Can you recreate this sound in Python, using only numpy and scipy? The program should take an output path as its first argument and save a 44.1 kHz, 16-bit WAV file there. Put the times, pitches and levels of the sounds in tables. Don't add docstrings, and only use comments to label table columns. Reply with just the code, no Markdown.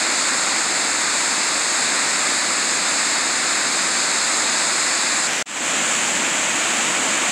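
import sys
import numpy as np
from scipy import signal
from scipy.fft import rfft, irfft, next_fast_len
from scipy.io import wavfile
from scipy.ndimage import uniform_filter1d

SR = 44100
rng = np.random.default_rng(int(sys.argv[2]) if len(sys.argv) > 2 else 0)


def waveform_to_disk(signal):
    frames = np.transpose(np.atleast_2d(signal))
    scaled = np.clip(frames, -1, 1) * 32767
    samples = np.round(scaled).astype(np.int16)
    wavfile.write(sys.argv[1], SR, samples)


N = 322371
FFT_SIZE = next_fast_len(N)
PITCHES_HZ = np.maximum(np.arange(FFT_SIZE // 2 + 1) * SR / FFT_SIZE, 1)
JUMP_S, STOP_S, FADE_START_S = 5.271, 5.425, 5.457


def undb(db):
    return 10 ** (np.asarray(db) / 20)


def unit(x):
    return x / np.sqrt(np.mean(x ** 2))


def wander(turns_per_s):
    hold = int(SR / turns_per_s)
    steps = np.repeat(rng.standard_normal(N // hold + 1), hold)
    return unit(uniform_filter1d(uniform_filter1d(steps, hold), hold)[:N])


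def colour(sound, tone, hollows=()):
    pitch_hz, level_db = np.transpose(tone)
    shape_db = np.interp(np.log(PITCHES_HZ), np.log(pitch_hz), level_db)
    for centre_hz, width_hz, depth_db in hollows:
        shape_db -= depth_db / (1 + (2 * (PITCHES_HZ - centre_hz) / width_hz) ** 2)
    return unit(irfft(rfft(sound, FFT_SIZE) * undb(shape_db), FFT_SIZE)[:N])


def bursting_bubbles(bursts_per_s=3000, spread_db=2):
    chance, direction, size = rng.random((N, 3)).T
    bursts = chance < bursts_per_s / SR
    strength = undb(-spread_db * np.log(size + 1e-9))
    return unit(bursts * np.sign(direction - .5) * strength)


def white_water(bubbles_db=-10, surge_db=.15, sway_db=.2, flicker_db=.3):
    water = 0
    surge, sheet = wander(1.59), wander(5)
    for octave in range(4, 16):
        bubbles = undb(bubbles_db) * bursting_bubbles()
        spray = rng.standard_normal(N)
        window = np.cos(np.pi / 2 * np.clip(np.log2(PITCHES_HZ) - octave, -1, 1))
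        band = irfft(rfft(spray + bubbles, FFT_SIZE) * window, FFT_SIZE)[:N]
        sheet = unit(sheet + wander(4.44))
        wobble_db = surge_db * surge + sway_db * sheet + flicker_db * wander(14)
        water = water + undb(wobble_db) * band
    return water


# pitch_hz, level_db
DULL_TONE = [(35, -58), (60, -32), (250, -6), (475, -8), (700, -4), (1120, -9), (1550, -2.5), (2470, -4),
             (4300, -12.5), (5800, -12), (7550, -4.5), (9000, -18), (12000, -32), (15500, -44)]


def dull_rush(water, t, level_db=-21, cut_s=.0007, tail_db=-35.5, fall_db_per_s=900):
    since_stop = np.maximum(t - STOP_S, 0)
    cut = np.exp(-since_stop / cut_s)
    tail = undb(tail_db - fall_db_per_s * since_stop)
    return (t >= JUMP_S) * np.maximum(cut, tail) * undb(level_db) * colour(water, DULL_TONE)


# pitch_hz, level_db
POOL_TONE = [(15, -72), (25, -46), (48, -38), (100, -24.5), (209, -5.5), (331, -5.5), (410, -12),
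             (582, -6.5), (1170, -6), (2420, -4.5), (3830, -11.5), (5000, -14.5), (5650, -16.5),
             (6400, -8.5), (7310, -4), (8140, -8), (9060, -20.5), (10000, -21.5), (11000, -34),
             (12200, -37), (13800, -36), (15500, -44)]
# start_s, depth_db
FADE_DIPS = [(5.518, 3), (5.578, 2)]


def pool_rush(water, t, level_db=-19.5, fade_s=.23, recovery_s=.047):
    rise = np.clip((t - FADE_START_S) / fade_s, 0, 1) ** .65
    dip_db = 0
    for start_s, depth_db in FADE_DIPS:
        since_dip = np.maximum(t - start_s, 0)
        dip_db += (t >= start_s) * depth_db * np.exp(-since_dip / recovery_s)
    return rise * undb(level_db - dip_db) * colour(water, POOL_TONE)


# pitch_hz, level_db
LEDGE_TONE = [(15, -75), (25, -47), (48, -46), (96, -23), (144, -19.5), (190, -11), (289, -5), (600, -7),
              (850, -7), (1200, -4.5), (2000, -3), (4500, -5), (6000, -6.5), (7500, -3), (8590, -10.5),
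              (9500, -20.5), (10800, -27), (12000, -38), (15500, -47)]
# pitch_hz, width_hz, depth_db
BOUNCE_HOLLOWS = [(430, 156, 6), (3102, 850, 12), (5770, 730, 12.5)]


def ledge_rush(water, t, level_db=-19.5):
    return (t < JUMP_S) * undb(level_db) * colour(water, LEDGE_TONE, BOUNCE_HOLLOWS)


def scene():
    t = np.arange(N) / SR
    water = white_water()
    rush = ledge_rush(water, t) + dull_rush(water, t) + pool_rush(water, t)
    return np.tile(rush, (2, 1))


def record(dry):
    top_hz = 15740
    return signal.sosfilt(signal.ellip(16, .3, 70, top_hz, fs=SR, output="sos"), dry)


dry = scene()
out = record(dry)
waveform_to_disk(out)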